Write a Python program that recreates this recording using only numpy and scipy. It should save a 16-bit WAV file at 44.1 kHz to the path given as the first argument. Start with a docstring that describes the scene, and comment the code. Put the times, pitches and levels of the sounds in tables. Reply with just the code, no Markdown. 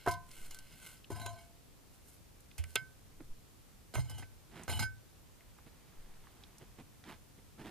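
"""A round clay pot is worked out of a stone hearth by two sticks, on a pebbly shore.
Its knocks are noise bursts over ringing resonators; its grinding is random slips driving the same modes.
Under them pot and ground hum and thump as wavering low sines; single modes squeal; the sticks rub and snag
as grainy noise. Twigs, pebbles and a foot's first contact tick as bursts; feet shift on gravel as noise swells.
Outdoors, steady coloured noise makes a quiet hiss and rumble, with a few puffs of air."""
import sys
import numpy as np
from scipy import signal
from scipy.fft import rfft, irfft
from scipy.io import wavfile

SR = 44100
rng = np.random.default_rng(int(sys.argv[2]) if len(sys.argv) > 2 else 0)


def master_out(mix):
    """Clip the mix to full scale and print it as 16-bit PCM to the path in sys.argv[1]."""
    frames = np.transpose(np.atleast_2d(mix))
    ceiling = np.clip(frames, -1, 1)
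    pcm = np.round(ceiling * 32767).astype(np.int16)
    wavfile.write(sys.argv[1], SR, pcm)


N = 339570   # length [samples]
TIME = np.arange(N) / SR   # [s]


def from_db(db):
    """Level: amplitude ratio of a level in dB."""
    return 10 ** (np.asarray(db) / 20)


def rms_one(x):
    """Normalisation: scale to an rms of 1."""
    return x / np.sqrt(np.mean(x ** 2) + 1e-20)


def noise():
    """White noise: equal mean power at all frequencies."""
    return rng.standard_normal(N)


def colour(x, points):
    """Spectral shaping: weight a signal by a curve (frequency [Hz], level [dB]); rms 1."""
    hz, db = np.transpose(points)
    bins = np.maximum(np.fft.rfftfreq(N, 1 / SR), 1)
    gain = from_db(np.interp(np.log(bins), np.log(hz), db))
    return rms_one(irfft(rfft(x) * gain, N))


def butter(x, hz, kind, order=2):
    """Filtering: maximally flat low-pass or high-pass."""
    sos = signal.butter(order, min(hz, SR / 2 - 1), kind, fs=SR, output="sos")
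    return signal.sosfilt(sos, x)


def drift(rate):
    """Random modulation: chance values at a rate per second, joined by lines; rms 1."""
    return rms_one(np.interp(TIME * rate, np.arange(N), noise()))


def decay(age, t60):
    """Exponential decay: a fall of 60 dB in t60 seconds."""
    return np.exp(-np.log(1000) * age / t60)


def swell(s, half):
    """Gaussian envelope: a smooth rise and fall about a time."""
    return np.exp(-.5 * ((TIME - s) / half) ** 2)


def held(start, end, rise_s, t60):
    """Driven, then free response: rise, hold while driven, then die away."""
    rise = np.clip((TIME - start) / rise_s, 0, 1)
    return rise * decay(np.maximum(TIME - end, 0), t60)


def swells(times, halves, levels_db):
    """Superposition: the sum of Gaussian envelopes."""
    return sum(from_db(db) * swell(s, half) for s, half, db in zip(times, halves, levels_db))


def grains(per_s, spread_db):
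    """Shot noise: random tiny impulses of uneven size and either sign; rms 1."""
    sizes = from_db(spread_db * np.minimum(rng.exponential(1, N), 4))
    signs = rng.choice([-1, 1], N)
    return rms_one(sizes * signs * (rng.random(N) < per_s / SR))


def clicks(times, levels_db):
    """Impulsive force: one sample per blow."""
    out = np.zeros(N)
    np.add.at(out, np.round(times * SR).astype(int), from_db(levels_db))
    return out


def ring(force, modes):
    """Modal superposition: each mode answers the force as a damped two-pole resonator."""
    out = np.zeros(N)
    for hz, db, t60 in modes:
        radius, angle = from_db(-60 / (t60 * SR)), 2 * np.pi * hz / SR
        poles = [1, -2 * radius * np.cos(angle), radius * radius]
        out += from_db(db) * signal.lfilter([0, np.sin(angle)], poles, force + 1e-18)
    return out


WANDER_DB, WANDER_PER_S = 2.8, 35


def driven(force, modes):
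    """Forced vibration: a rough force at a wandering contact; a force of rms 1 gives about rms 1."""
    power = sum(from_db(2 * db) * t60 * SR / (4 * np.log(1000)) for hz, db, t60 in modes)
    out = 0
    for mode in modes:
        # as the contact point moves, each mode's share keeps changing
        share = rms_one(from_db(WANDER_DB * drift(WANDER_PER_S)))
        out = out + ring(force * share, [mode])
    return out / np.sqrt(power)


def crowded(x, t60):
    """High modal density: many weak, close modes answer as decaying noise of unit energy."""
    age = TIME[:SR // 4]
    tail = rng.standard_normal(len(age)) * decay(age, t60)
    return signal.fftconvolve(x, tail / np.linalg.norm(tail))[:N]


def cracks(times, levels_db, centres_hz, t60s, octaves, rise_s, tail_db=-22, tail_t60=0.088):
    """Heavily damped dense modes: a short noise burst, then faint scatter among the stones."""
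    age = TIME[:SR // 4]
    out = np.zeros(N + len(age))
    for s, db, hz, t60, width in np.broadcast(times, levels_db, centres_hz, t60s, octaves):
        edges = np.minimum(hz * 2 ** (np.array([-.5, .5]) * width), .45 * SR)
        dying = decay(age, t60) + from_db(tail_db) * decay(age, tail_t60)
        shape = from_db(db) * dying * (1 - np.exp(-age / rise_s))
        band = signal.butter(2, edges, "band", fs=SR, output="sos")
        burst = signal.sosfilt(band, shape * rng.standard_normal(len(age)))
        at = int(s * SR)
        out[at:at + len(age)] += burst * np.linalg.norm(shape) / np.linalg.norm(burst)
    return out[:N]


# outdoor hiss common to both sides, and opposed between them: (frequency [Hz], relative level [dB])
AIR_MID_COLOUR = [(12, -33), (20, -4), (33, 0), (108, -2.5), (139, -4.5), (164, -8), (270, -11), (387, -15),
                  (445, -15), (603, -18.5), (818, -20), (1930, -25), (2160, -24.5), (3010, -25.5),
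                  (15000, -29)]
AIR_SIDE_COLOUR = [(12, -37), (20, -15), (89, 1.5), (147, -0.5), (169, -8), (199, -13), (294, -6),
                   (328, -15), (409, -12.5), (733, -18), (1020, -21), (2770, -26), (15000, -25.5)]
AIR_DB = -61.5


def outdoors():
    """Diffuse field: steady far hiss and rumble, only partly alike at the two sides."""
    mid = from_db(AIR_DB) * colour(noise(), AIR_MID_COLOUR)
    side = from_db(AIR_DB - 1.0) * colour(noise(), AIR_SIDE_COLOUR)
    return np.array([mid + side, mid - side])


# bark sliding on clay: (time [s], Gaussian half length [s], relative rasp level [dB],
# relative hiss level [dB], lower edge of the hiss [Hz])
RUB_STROKES = [(0.022, 0.051, -59, -62.5, 5200), (0.367, 0.057, -56.5, -55.5, 5300),
               (0.497, 0.056, -58.5, -57.5, 5200), (0.68, 0.076, -62, -64, 5200),
               (0.878, 0.065, -55, -54, 5340), (1.944, 0.018, -73, -65.5, 8550),
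               (2.104, 0.043, -71.5, -62.5, 8900), (2.734, 0.051, -66.5, -61.5, 8000)]
# spectrum of bark on clay: (frequency [Hz], relative level [dB])
RUB_SPECTRUM = [(710, -13.5), (1200, -15), (1510, -2), (1810, -18), (2150, 2.5), (2390, -9.5), (2680, -1.5),
                (3800, -5), (4270, -1), (5270, -0.5), (7790, 0), (12100, -4.5), (15000, -9)]
# the bark catches and lets go: (time [s], relative level [dB])
BARK_SNAGS = [(0.3126, -51.5), (0.448, -54), (0.5087, -46), (0.545, -45), (0.5872, -47.5)]
SNAG_HOLD_S, SNAG_T60_S = 0.0014, 0.031
# a stick bumps the pot: (time [s], relative level [dB])
STICK_BUMPS = [(0.0752, -36), (1.1042, -39.5)]
# bending modes of the stick: (frequency [Hz], relative level [dB], t60 [s])
STICK_MODES = [(329, -5.5, 0.19), (384, 3, 0.077)]


def sticks():
    """Friction and flexure: bark rasps, snags and faintly rings the wall; a bump sets the stick flexing."""
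    fibres = rms_one(grains(per_s=2600, spread_db=3.5) * from_db(1.5 * drift(rate=70)))
    rub = colour(fibres, RUB_SPECTRUM)
    times, halves, rasp_db, _, _ = np.transpose(RUB_STROKES)
    pressure = swells(times, halves, rasp_db)
    rasp = from_db(-2.5) * pressure * rms_one(butter(rub, hz=4280, kind="low"))
    hiss = 0
    for s, half, _, db, edge in RUB_STROKES:
        hiss = hiss + from_db(db) * swell(s, half) * rms_one(butter(rub, hz=edge, kind="high"))
    snags = 0
    for s, db in BARK_SNAGS:
        snags = snags + from_db(db) * held(s, s + SNAG_HOLD_S, rise_s=0.0012, t60=SNAG_T60_S)
    catching = snags * colour(noise(), RUB_SPECTRUM)
    force = (pressure + snags) * fibres
    rings = from_db(-12.5) * driven(force, WALL_MODES[1:4])
    rings += from_db(-10.5) * driven(force, WALL_MODES[5:])
    flexing = ring(clicks(*np.transpose(STICK_BUMPS)), STICK_MODES)
    return rasp + hiss + catching + rings + flexing


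GRIP_S, GRIP_DB = 1.28, -23   # when the sticks close on the pot; gain of the belly's force from then on


def grip(s):
    """Constraint: gain of the force on the belly, full while the pot stands free, low once it is held."""
    return from_db(GRIP_DB * (s > GRIP_S))


# pot against stone: (time [s], thud level [dB], clack level [dB], clack centre [Hz], tick level [dB],
# crack t60 [s], force level on the wall [dB]); levels are relative
POT_KNOCKS = [(0.0625, -32, -38, 1470, -48.5, 0.092, -50), (0.0754, -24, -33, 1360, -41, 0.032, -35),
              (.0825, -55, -52, 2300, -43, 0.19, -38), (0.1106, -60, -52, 4400, -42, 0.16, -49),
              (0.138, -62, -53, 3500, -45.5, 0.039, -52), (1.1026, -48, -62, 1570, -51.5, 0.098, -68),
              (1.2612, -38.5, -42, 3030, -36, 0.034, -53.5), (2.5800, -58, -49.5, 2570, -44.5, 0.15, -58.5),
              (2.639, -60, -39, 2380, -38.5, 0.018, -55.5), (2.7554, -31.5, -21.5, 3000, -20, 0.027, -40.5),
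              (2.76, -35, -26.5, 2530, -45, 0.022, -35), (3.939, -33, -56, 5000, -40, 0.015, -51),
              (3.9530, -29.5, -36, 2330, -35, 0.026, -73), (3.976, -39.5, -45, 880, -52, 0.053, -83),
              (4.096, -57, -69, 2800, -47.5, 0.13, -65), (4.182, -57, -73, 3020, -53, 0.22, -64),
              (4.2242, -48, -47.5, 2120, -63, 0.046, -56.5), (4.6803, -26, -42, 2160, -36, 0.0075, -39.5),
              (4.691, -38.5, -50, 950, -58, 0.055, -67), (4.7240, -46, -46, 2850, -48, 0.06, -45),
              (4.793, -54, -50, 4150, -35, 0.087, -39), (4.827, -53, -45, 2200, -43, 0.023, -59)]
# slow bending of the pot's belly: (frequency [Hz], relative level [dB], t60 [s])
BELLY_MODES = [(699, -4, 0.29), (715.7, -4.5, 0.19), (997, -3.5, 0.29), (1034, -3, 0.39), (1524, -7, 0.19)]
# stiffer modes of the wall and rim: (frequency [Hz], relative level [dB], t60 [s])
WALL_MODES = [(1325, -7.5, 0.078), (1536, -3, 0.28), (1584, -6, 0.062), (2108, -4, 0.13),
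              (2210, -8.5, 0.19), (2750, -25, 0.099), (2903, -5.5, 0.076), (3075, -13.5, 0.16),
              (3197, -4, 0.075), (4100, -4, 0.084), (4176, -2.5, 0.018), (4303, -3, 0.064),
              (4920, -17, 0.087), (5015, -4, 0.13), (5475, -6, 0.05), (6230, -5, 0.11), (6870, -10, 0.19),
              (6900, -7.5, 0.13), (7450, -2.5, 0.082), (7200, -20, .09), (8200, -29, .11),
              (8510, -3.5, 0.072), (8900, -10, .1), (8600, -18, .09), (9650, -7.5, .08), (9830, -5, .08),
              (10500, -11, 0.11), (10460, -18, .08), (11300, -10, 0.05)]
THUD_HZ, TICK_HZ = 570, 7550
BELLY_KNOCK_DB = -6.5   # against the thud
WALL_EDGE_PER_CLACK = 0.97   # low-pass edge of the force on the wall, as a multiple of the clack's pitch


def knocks():
    """Impact: each blow cracks at the contact and leaves belly and wall in free vibration."""
    s, thud_db, clack_db, clack_hz, tick_db, t60, wall_db = np.transpose(POT_KNOCKS)
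    thud = cracks(s, thud_db, THUD_HZ, t60, octaves=1.55, rise_s=0.0022)
    clack = cracks(s, clack_db, clack_hz, t60, octaves=0.56, rise_s=0.0017)
    tick = cracks(s, tick_db, TICK_HZ, t60 * 0.57, octaves=1.45, rise_s=0.00067, tail_db=-53)
    # a longer contact clacks lower and spares the wall's highest modes
    wall_force = 0
    for at, db, hz in zip(s, wall_db, clack_hz):
        wall_force = wall_force + butter(clicks(at, db) + 1e-18, WALL_EDGE_PER_CLACK * hz, "low")
    belly_force = grip(TIME) * clicks(s, thud_db + BELLY_KNOCK_DB)
    return thud + clack + tick + ring(belly_force, BELLY_MODES) + ring(wall_force, WALL_MODES)


# low hums and thumps under the knocks and drags, some from the pot's hollow, some from the ground:
# (start [s], end [s], frequency [Hz], relative level [dB], left over right [dB])
LOW_HUMS = [(0.071, 0.09, 97.8, -37.5, 8.5), (0.075, 0.084, 158.8, -39.5, -1.5),
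            (1.109, 1.28, 104.7, -42.5, 9), (2.585, 2.6, 82.6, -35, -6), (2.761, 2.768, 123.2, -44, -2),
            (3.947, 3.994, 79.4, -33.5, -5), (3.955, 3.993, 121.5, -31, -2.5), (4.078, 4.22, 97.7, -44, 4),
            (4.678, 4.81, 83.7, -35, 2), (4.688, 4.87, 106.8, -37, 1)]


def hums_and_thumps():
    """Low resonance: hollow or ground sounds while driven, then dies away, out of step at the two sides."""
    out = np.zeros((2, N))
    skew = np.array([[1], [-1]])   # left, right
    for start, end, hz, db, pan_db in LOW_HUMS:
        phase = 2 * np.pi * hz * (TIME - start) + 0.55 * drift(rate=80)
        level = from_db(db + skew * pan_db / 2 + 3.05 * drift(rate=68))
        out += held(start, end, rise_s=0.02, t60=0.38) * level * np.sin(phase + skew * 1.12)
    return out


# puffs of air on the microphone: (time [s], Gaussian half length [s], level [dB])
AIR_PUFFS = [(.45, 0.1, -45), (3.264, 0.063, -42.5), (6.105, 0.069, -44)]
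# spectrum of a puff: (frequency [Hz], relative level [dB])
PUFF_SPECTRUM = [(4, -3), (10, -3), (25, -17), (60, -51), (200, -124)]


def puffs():
    """Turbulent pressure: swells of very low noise, alike at both sides."""
    return swells(*np.transpose(AIR_PUFFS)) * colour(noise(), PUFF_SPECTRUM)


# small ticks of twigs and pebbles, and the sharp first contact of a foot:
# (time [s], relative level [dB], centre [Hz], width [octaves])
SMALL_TICKS = [(1.043, -48, 3130, 0.57), (2.4044, -55.5, 9700, .8), (2.5127, -52, 2680, 0.89),
               (3.2041, -50.5, 600, 3), (4.634, -45, 7700, 0.51), (5.406, -54.5, 2060, 0.44),
               (5.5857, -53, 1090, 1.1), (6.27, -50.5, 1180, 1.3), (6.436, -48, 3540, 0.78),
               (6.582, -51, 7800, 1.1), (6.7875, -51, 800, 2.3), (7.0392, -50, 1580, 2.2)]
TICK_T60_S = 0.021


def small_ticks():
    """Light impact: twigs, pebbles and a foot's sharp first contact are noise bursts, each in its own band."""
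    s, db, hz, octaves = np.transpose(SMALL_TICKS)
    return cracks(s, db, hz, TICK_T60_S, octaves, rise_s=0.0005)


# pot dragged along stone: (start [s], end [s], relative first level [dB], change by the end [dB],
# relative grit level against the ringing [dB])
POT_DRAGS = [(1.10, 1.19, -54.5, -0.5, 2), (1.193, 1.28, -54, -2.5, 1.5), (1.285, 1.45, -60.5, -5.5, -1.5),
             (3.938, 4.075, -44.5, -20.5, 0), (4.085, 4.174, -58, -6, 3), (4.179, 4.216, -57, -3, 2),
             (4.676, 4.835, -44, -0.5, 2)]
# sand crushed between clay and stone: (frequency [Hz], relative level [dB])
GRIT_SPECTRUM = [(70, -3), (150, 9), (260, 6.5), (500, -11.5), (870, 7), (1200, -22), (2100, -7.5),
                 (4200, -11.5), (4750, -26), (5400, -38), (10000, -7.5), (12500, -8.5), (15000, -36)]
BELLY_DRAG_DB = -0.5   # against the wall's ringing, before the grip
DRAG_ATTACK_S, DRAG_RELEASE_T60_S = 0.0024, 0.066


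def grinding():
    """Stick-slip friction: about 1100 slips a second ring the pot; a drag bites, eases and stops."""
    slips = rms_one(grains(per_s=1100, spread_db=4.2) * from_db(2.2 * drift(rate=110)))
    grind, sand = 0, 0
    for start, end, db, fade_db, grit_db in POT_DRAGS:
        level = from_db(db + np.interp(TIME, [start, end], [0, fade_db]))
        force = held(start, end, DRAG_ATTACK_S, DRAG_RELEASE_T60_S) * level
        grind = grind + force
        sand = sand + force * from_db(grit_db)
    grit = sand * colour(slips, GRIT_SPECTRUM)
    wall = driven(grind * slips, WALL_MODES)
    belly = from_db(BELLY_DRAG_DB) * driven(grip(TIME) * grind * slips, BELLY_MODES)
    return wall + belly + from_db(-7.5) * grit + from_db(-2.5) * crowded(grit, t60=0.045)


# one mode of the pot sings briefly as the clay slips:
# (start [s], end [s], frequency [Hz], relative level [dB])
CLAY_SQUEALS = [(1.197, 1.287, 3985, -55), (1.21, 1.28, 683, -48), (1.252, 1.277, 6778, -53),
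                (4.08, 4.183, 2981, -59), (4.727, 4.757, 2980, -41.5), (4.792, 4.81, 4114, -41.5),
                (4.81, 4.837, 2210, -48.5), (4.818, 4.842, 1532, -39), (1.372, 1.408, 2228, -64.5)]


def squeals():
    """Mode locking: slips on one mode sound as a brief wavering tone; higher modes die sooner."""
    waver = from_db(1.4 * drift(rate=67)) * np.exp(.45j * drift(rate=120))
    out = 0
    for start, end, hz, db in CLAY_SQUEALS:
        tone = np.real(waver * np.exp(2j * np.pi * hz * TIME))
        out = out + from_db(db) * held(start, end, rise_s=0.0081, t60=460 / hz) * tone
    return out


# feet shifting on gravel: (time [s], Gaussian half length [s], relative tread level [dB],
# relative crunch level [dB])
FOOT_SCUFFS = [(3.211, 0.0073, -49.5, -86), (4.588, 0.041, -52.5, -55), (5.674, 0.008, -58.5, -66),
               (6.206, 0.54, -74, -70), (6.622, 0.011, -54, -66), (6.801, 0.011, -51, -59.5),
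               (7.104, 0.028, -54, -52), (7.389, 0.008, -62, -64), (7.608, 0.015, -48.5, -56),
               (7.67, 0.022, -46.5, -53.5)]
# spectra of the soft tread and of crunching pebbles: (frequency [Hz], relative level [dB])
TREAD_SPECTRUM = [(60, -12.5), (160, -1), (230, 0.5), (380, -3), (560, -15.5), (900, -22.5), (2000, -43)]
CRUNCH_SPECTRUM = [(300, -38), (700, 9), (1300, 4.5), (2000, 4), (3500, -1.5), (5500, -11.5), (10000, -14),
                   (15000, -18)]


def feet():
    """Granular contact: a soft low tread of noise with pebbles crunching as random grains."""
    s, half, tread_db, crunch_db = np.transpose(FOOT_SCUFFS)
    tread = swells(s, half, tread_db) * colour(noise(), TREAD_SPECTRUM)
    gravel = grains(per_s=2400, spread_db=3.2)
    return tread + swells(s, half, crunch_db) * colour(gravel, CRUNCH_SPECTRUM)


# where the pot lies: (time [s], left-right lean [dB])
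POT_PLACE = [(1.4, 0.5), (2.6, -2.5), (4.0, -4), (4.8, -2.5), (5.4, -2)]
SIDE_DB = -9   # scattered treble


def hearth(x, scatter_t60, lead_samples):
    """Scattering and interaural delay: stones scatter treble oppositely to the sides; the left leads a hair."""
    scatter = crowded(x, scatter_t60)
    side = from_db(SIDE_DB) * butter(scatter, hz=7000, kind="high", order=1) + from_db(-20) * scatter
    # the pot's place shows below the top treble
    lean_gain = from_db(np.interp(TIME, *np.transpose(POT_PLACE)) / 2) - 1
    lean = lean_gain * butter(x, hz=6000, kind="low", order=1)
    delay = np.exp(-2j * np.pi * np.fft.rfftfreq(N) * lead_samples)
    late = irfft(rfft(x - side - lean) * delay, N)
    return np.array([x + side + lean, late])


def scene():
    """Superposition: pot, sticks and feet among the stones, with low hums and thumps and the open air."""
    near = sticks() + knocks() + small_ticks() + grinding() + squeals() + feet()
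    stones = hearth(near, scatter_t60=0.0049, lead_samples=0.71)
    return outdoors() + stones + hums_and_thumps() + puffs()


CUTOFF_HZ = 15000


def record(dry):
    """Band limitation: the microphone softens the highest treble, then the top is cut steeply."""
    soft = butter(dry, hz=14800, kind="low", order=4)
    steep = signal.ellip(10, .1, 80, CUTOFF_HZ, fs=SR, output="sos")
    return signal.sosfilt(steep, soft)


dry = scene()
out = record(dry)
master_out(out)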